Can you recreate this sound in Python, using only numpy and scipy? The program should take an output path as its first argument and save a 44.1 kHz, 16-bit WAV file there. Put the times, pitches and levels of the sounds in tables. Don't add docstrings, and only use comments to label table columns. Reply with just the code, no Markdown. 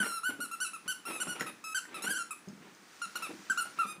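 import sys
import numpy as np
from scipy import signal
from scipy.fft import rfft, irfft
from scipy.io import wavfile

SR = 44100
rng = np.random.default_rng(int(sys.argv[2]) if len(sys.argv) > 2 else 0)


def transcribe(u):
    v = np.clip(np.atleast_2d(u).T, -1, 1)
    q = np.round(v * 32767).astype(np.int16)
    wavfile.write(sys.argv[1], SR, q)


N = 176400


def squeaker():
    # t/s, length/s, crest after onset/s, first f/Hz, crest f/Hz, last f/Hz,
    # level/dB of harmonics 1, 2, 3-5 and 6-12, rasp/0-1
    squeezes = [(0.0, 0.04, 0.0088, 1574, 1527, 1421, -30, -41.5, -51.5, -51.5, 1),
                (0.041, 0.08, 0.036, 1367, 1410, 1346, -41.5, -55.5, -51.5, -52.0, 0.7),
                (0.12, 0.073, 0.026, 1330, 1376, 1312, -38.0, -56, -53.5, -57, 0.6),
                (0.232, 0.072, 0.041, 1353, 1508, 1430, -33.5, -47, -53, -54, 0.45),
                (0.402, 0.059, 0.024, 1392, 1460, 1296, -40, -53.5, -51, -53, 0),
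                (0.512, 0.041, 0.022, 1352, 1363, 1313, -41, -49.5, -59, -56, 0.3),
                (0.601, 0.056, 0.023, 1407, 1503, 1354, -38, -46, -47.5, -49, 0.5),
                (0.647, 0.033, 0.014, 1326, 1344, 1320, -45.5, -46, -57, -55, 0.7),
                (0.732, 0.037, 0.012, 1320, 1341.0, 1218, -46.5, -50.0, -61.5, -61.5, 0),
                (0.877, 0.053, 0.027, 1475, 1525, 1385, -39.0, -42.5, -46.5, -51, 0.94),
                (1.052, 0.066, 0.021, 1304, 1393, 1280, -44.0, -49.5, -59, -55, 0.1),
                (1.116, 0.078, 0.039, 1286, 1304, 1212, -53, -48, -59.5, -58.5, 0.4),
                (1.2, 0.037, 0.02, 1396, 1510, 1280, -38.5, -44.5, -48, -51, 0.7),
                (1.274, 0.064, 0.03, 1349, 1479, 1390, -42.0, -48.5, -49.5, -53.5, 0.5),
                (1.395, 0.033, 0.0068, 1390, 1405, 1318, -44, -53.0, -52.5, -61, 0.8),
                (1.462, 0.039, 0.011, 1275, 1298, 1214, -47.0, -51.0, -60.5, -61.5, 0.6),
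                (1.639, 0.097, 0.052, 1313, 1292, 1286, -49.5, -48.0, -57, -58.5, 0),
                (1.745, 0.05, 0.018, 1482, 1572, 1350, -33, -44, -46.5, -53.0, 0.95),
                (1.942, 0.057, 0.001, 1240, 1329, 1154, -48.5, -48.5, -60.0, -62, 0.84),
                (2.02, 0.042, 0.0414, 1325, 1428, 1430, -48.5, -49.5, -49, -51.0, 0),
                (2.063, 0.021, 0.025, 1414, 1550, 1400, -33, -44.5, -51, -53.5, 1),
                (2.09, 0.053, 0.021, 1374, 1624, 1398, -37.5, -48.5, -46.5, -50.5, 0.5),
                (2.141, 0.042, 0.0334, 1375, 1537, 1474, -37.5, -48, -47.5, -58, 1),
                (2.185, 0.043, 0.017, 1399.0, 1392, 1365, -39, -52.5, -50.5, -59, 0.5),
                (2.306, 0.027, 0.0028, 1290.0, 1313, 1180, -44.0, -46.5, -64.0, -55.5, 0),
                (3.016, 0.042, 0.012, 1420, 1418, 1285, -38.5, -48, -53.5, -60.5, 0),
                (3.154, 0.025, 0.013, 1412, 1447, 1195, -38.0, -45.5, -47.5, -51.5, 0.1),
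                (3.221, 0.056, 0.011, 1287, 1350, 1108, -43, -45, -59.5, -58.0, 0.04),
                (3.497, 0.036, 0.0054, 1445, 1576, 1290, -28.5, -52, -46.5, -56.5, 0),
                (3.573, 0.033, 0.023, 1365, 1452, 1353, -30.5, -43.5, -45.5, -55.5, 0.1),
                (3.606, 0.026, 0.02, 1330, 1361, 1230, -38.5, -54, -59, -55, 0),
                (3.786, 0.069, 0.0078, 1270, 1374, 1173, -31.5, -45.5, -59, -62.5, 0.65),
                (3.865, 0.064, 0.039, 1173, 1256, 1232, -44.5, -51.0, -59.0, -60.5, 0)]
    # f/Hz, level/dB
    reed_colour = [(3600, 5.5), (4300, -3.5), (4900, -4.5), (5400, 1.5), (6200, -3), (7000, -2),
                   (8000, 0.5), (9000, 3.5), (10400, 9), (11400, -8.5), (13000, -3.5), (15000, -17.5)]
    # f/Hz, level/dB
    air_colour = [(1000, -32), (2500, 42), (5000, -68), (8000, -13), (10300, 69), (11500, -10), (15000, -3)]
    rest_s, scoop_s, kick_s, kick_db = 0.012, 0.001374, 0.0028, -45.5
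    waver_hz, jitter_hz, rattle_hz, rattle_rad = 145, 1495, 434, 0.063
    db_per_semitone, shimmer_db, uneven_db, reed_db, air_db = 4, 2, 3.5, 0.06, -11
    out, airflow, last_end = np.zeros(N), np.zeros(N), 0
    t = np.arange(N // 25) / SR
    for start, length, crest, first_hz, top_hz, last_hz, *levels, rasp in squeezes:
        low_db, octave_db, mid_db, high_db = levels
        from_rest = start - last_end > rest_s
        last_end = start + length
        arc = np.interp(t, [0, crest, max(length, crest + 1e-3)], [-1, 0, 1])
        drop_hz = top_hz - np.where(arc < 0, first_hz, last_hz)
        hz = top_hz - drop_hz * 2 * arc ** 2 / (1 + arc ** 2)
        envelope = gate(t, length, attack=0.0034, release=0.0027)
        swell = undb(db_per_semitone * 12 * np.log2(hz / top_hz))
        loudness = envelope * swell / np.sqrt(np.mean(swell[t < length] ** 2))
        rough = np.clip(rasp, 0, 1) * np.interp(arc, [-1, 0.23], [0, 1])
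        scoop = from_rest * 0.322 * np.exp(-t / scoop_s)
        waver = 0.0051 * walk(waver_hz, len(t))
        jitter = (0.0028 + 0.017 * rough) * walk(jitter_hz, len(t))
        hz = hz * (1 - scoop + waver + jitter)
        rattle_depth = rattle_rad * rough * walk(waver_hz, len(t))
        rattle = np.sin(2 * np.pi * rattle_hz * t + 2 * walk(waver_hz, len(t)))
        phase = 2 * np.pi * np.cumsum(hz) / SR + rattle_depth * rattle
        first_swing = undb(kick_db) * gate(t, kick_s, kick_s / 2, kick_s) * np.sin(phase)
        add(out, start, from_rest * first_swing)
        for k, db in enumerate([low_db, octave_db] + [mid_db] * 3 + [high_db] * 7, 1):
            colour = tint(k * hz, reed_colour) * undb(uneven_db * np.clip(rng.standard_normal(), -2, 1))
            shape = loudness if k <= 2 else loudness * colour
            gain = undb(db + reed_db + shimmer_db * walk(waver_hz, len(t)))
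            add(out, start, np.sqrt(2) * shape * gain * np.sin(k * phase))
        add(airflow, start, envelope * rough * undb(high_db + air_db))
    return out + airflow * noise(air_colour)


def plush():
    # t/s, length/s, level/dB
    rubs = [(0, 0.076, -45.5), (0.284, 0.071, -53.5), (0.381, 0.08, -60), (0.856, 0.037, -56),
            (1.048, 0.017, -54), (1.061, 0.11, -46.5), (1.193, 0.069, -49.5), (1.268, 0.1, -50.5),
            (1.344, 0.084, -47.5), (1.466, .04, -47), (1.873, 0.18, -49), (2.03, 0.083, -46.5),
            (2.156, 0.053, -57.5), (2.617, 0.103, -58), (3.149, 0.13, -53), (3.266, 0.056, -52),
            (3.364, 0.28, -62.5), (3.642, 0.084, -57.5), (3.764, 0.21, -54.5)]
    # f/Hz, level/dB
    fabric_colour = [(60, -63), (130, -2.5), (220, -2.5), (350, 3), (600, -4.5), (1100, -3), (1600, -7.5),
                     (2500, -6), (5000, -21.5), (9000, -31.5), (15000, -39)]
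    fade_s, grain_db, grain_hz = 0.0082, 5.5, 90.5
    effort, t = np.zeros(N), np.arange(N // 10) / SR
    for start, length, db in rubs:
        add(effort, start, undb(db) * gate(t, length, fade_s / 2, fade_s))
    grain = undb(grain_db * walk(grain_hz, N))
    return effort * grain / np.sqrt(np.mean(grain ** 2)) * noise(fabric_colour)


def bumps():
    # t/s, level/dB, f/Hz
    blows = [(.002, -30.5, 208), (.025, -36, 262), (.29, -32.5, 284), (.315, -45, 273), (0.391, -34, 277),
             (.435, -47, 226), (0.857, -44, 175), (0.886, -49, 158), (1.265, -43, 273), (1.279, -34.5, 167),
             (1.308, -49, 171), (1.531, -49, 177), (2.08, -38.5, 205), (2.103, -38, 305),
             (2.474, -31.5, 175.6), (2.494, -39, 173), (2.528, -41.5, 220), (2.571, -43.5, 200),
             (2.608, -44, 180), (2.651, -48, 187), (3.06, -50, 196), (3.292, -36, 299), (3.303, -33, 322),
             (3.316, -61, 385), (3.331, -43, 228), (3.39, -44.5, 195), (3.5, -41.5, 233), (3.85, -44, 194),
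             (3.921, -52, 185), (3.979, -46.5, 181)]
    rise_s, decay_s = 0.0026, 0.0094
    out, t = np.zeros(N), np.arange(N // 30) / SR
    for start, db, hz in blows:
        band = signal.butter(2, [hz * 0.64, hz * 2], "band", fs=SR, output="sos")
        scuff = signal.sosfilt(band, rng.standard_normal(len(t)))
        envelope = np.minimum(t / rise_s, 1) * np.exp(-t / decay_s)
        add(out, start, undb(db) * envelope * (np.sin(2 * np.pi * hz * t) + 0.37 * scuff / scuff.std()))
    return out


def clicks():
    # t/s, level/dB, f/Hz
    contacts = [(.03, -28, 1530), (.044, -31, 1690), (1.409, -21.5, 1770), (1.43, -32, 1574),
                (1.854, -39, 1710), (2.486, -44.5, 5970), (2.749, -51, 5700), (3.655, -40.5, 726),
                (3.777, -47, 1530)]
    # multiple of the contact's pitch, level/dB, decay/s
    modes = [(.6, -29, 0.0029), (.87, -10, 0.009), (1.08, -0.5, 0.0027), (3, -15, 0.0013)]
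    crack_db, crack_s = -13, 0.0025
    out, t = np.zeros(N), np.arange(N // 100) / SR
    for start, db, hz in contacts:
        ring = sum(undb(mode_db) * np.exp(-t / decay) * np.sin(2 * np.pi * hz * ratio * t)
                   for ratio, mode_db, decay in modes)
        crack = undb(crack_db) * np.exp(-t / crack_s) * rng.standard_normal(len(t))
        add(out, start, undb(db) * (ring + crack))
    return out


def room(direct):
    # f/Hz, level/dB
    tail_colour = [(150, 5.5), (600, 1), (1400, -1), (2800, 2), (5000, 1), (9000, 4), (14000, 1.5)]
    low_t60_s, treble_t60_s, tail_db, gap_s = 0.33, 0.25, -6, 0.005
    t = np.arange(N) / SR
    scatter = noise(tail_colour)
    low = signal.sosfilt(signal.butter(1, 4000, fs=SR, output="sos"), scatter)
    treble = scatter - low
    tail = (low * undb(-60 * t / low_t60_s) + treble * undb(-60 * t / treble_t60_s)) * (t > gap_s)
    response = undb(tail_db) * tail / np.linalg.norm(tail)
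    return direct + signal.fftconvolve(direct, response)[:N]


def background():
    # f/Hz, level/dB
    tone_colour = [(25, -8), (60, 1), (110, -7), (170, 6), (320, 6.5), (550, -3), (1300, 1), (2500, -7),
                   (6000, -25.5), (9000, -13.5), (12000, -27), (15000, -19)]
    # f/Hz, level/dB
    hiss_colour = [(300, -12), (1500, 9.5), (3000, 2.5), (6000, 3.5), (9000, -4), (12000, -15),
                   (15000, -10)]
    # t/s, level/dB
    hiss_swell = [(0, -63), (2.4, -63), (2.8, -62), (3.0, -56), (3.3, -55.5), (3.65, -55.5), (3.85, -58.5),
                  (4, -73)]
    tone_db = -60.5
    hiss_db = np.interp(np.arange(N) / SR, *np.array(hiss_swell).T)
    return undb(tone_db) * noise(tone_colour) + undb(hiss_db) * noise(hiss_colour)


def undb(db):
    return 10 ** (np.asarray(db) / 20)


def tint(hz, colour):
    f, db = np.array(colour).T
    return undb(np.interp(np.log(hz + 1e-3), np.log(f), db))


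def noise(colour):
    spectrum = rfft(rng.standard_normal(N)) * tint(np.fft.rfftfreq(N, 1 / SR), colour)
    y = irfft(spectrum, N)
    return y / y.std()


def walk(rate_hz, size):
    return np.interp(np.arange(size) * rate_hz / SR, np.arange(size), rng.standard_normal(size))


def gate(t, length, attack, release):
    rise = np.sin(np.pi / 2 * np.clip(t / attack, 0, 1))
    fall = np.sin(np.pi / 2 * np.clip((length - t) / release + .5, 0, 1))
    return (rise * fall) ** 2


def add(out, start, sound):
    i = int(np.clip(start * SR, 0, N - 1))
    out[i:i + len(sound)] += sound[:N - i]


def scene():
    direct = squeaker() + plush() + bumps() + clicks()
    return (room(direct) + background())[None]


def record(dry):
    low_cut_hz, top_hz = 133, 15500
    thin = signal.sosfilt(signal.butter(2, low_cut_hz, "high", fs=SR, output="sos"), dry)
    return signal.sosfilt(signal.ellip(10, .2, 70, top_hz, fs=SR, output="sos"), thin)


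dry = scene()
out = record(dry)
transcribe(out)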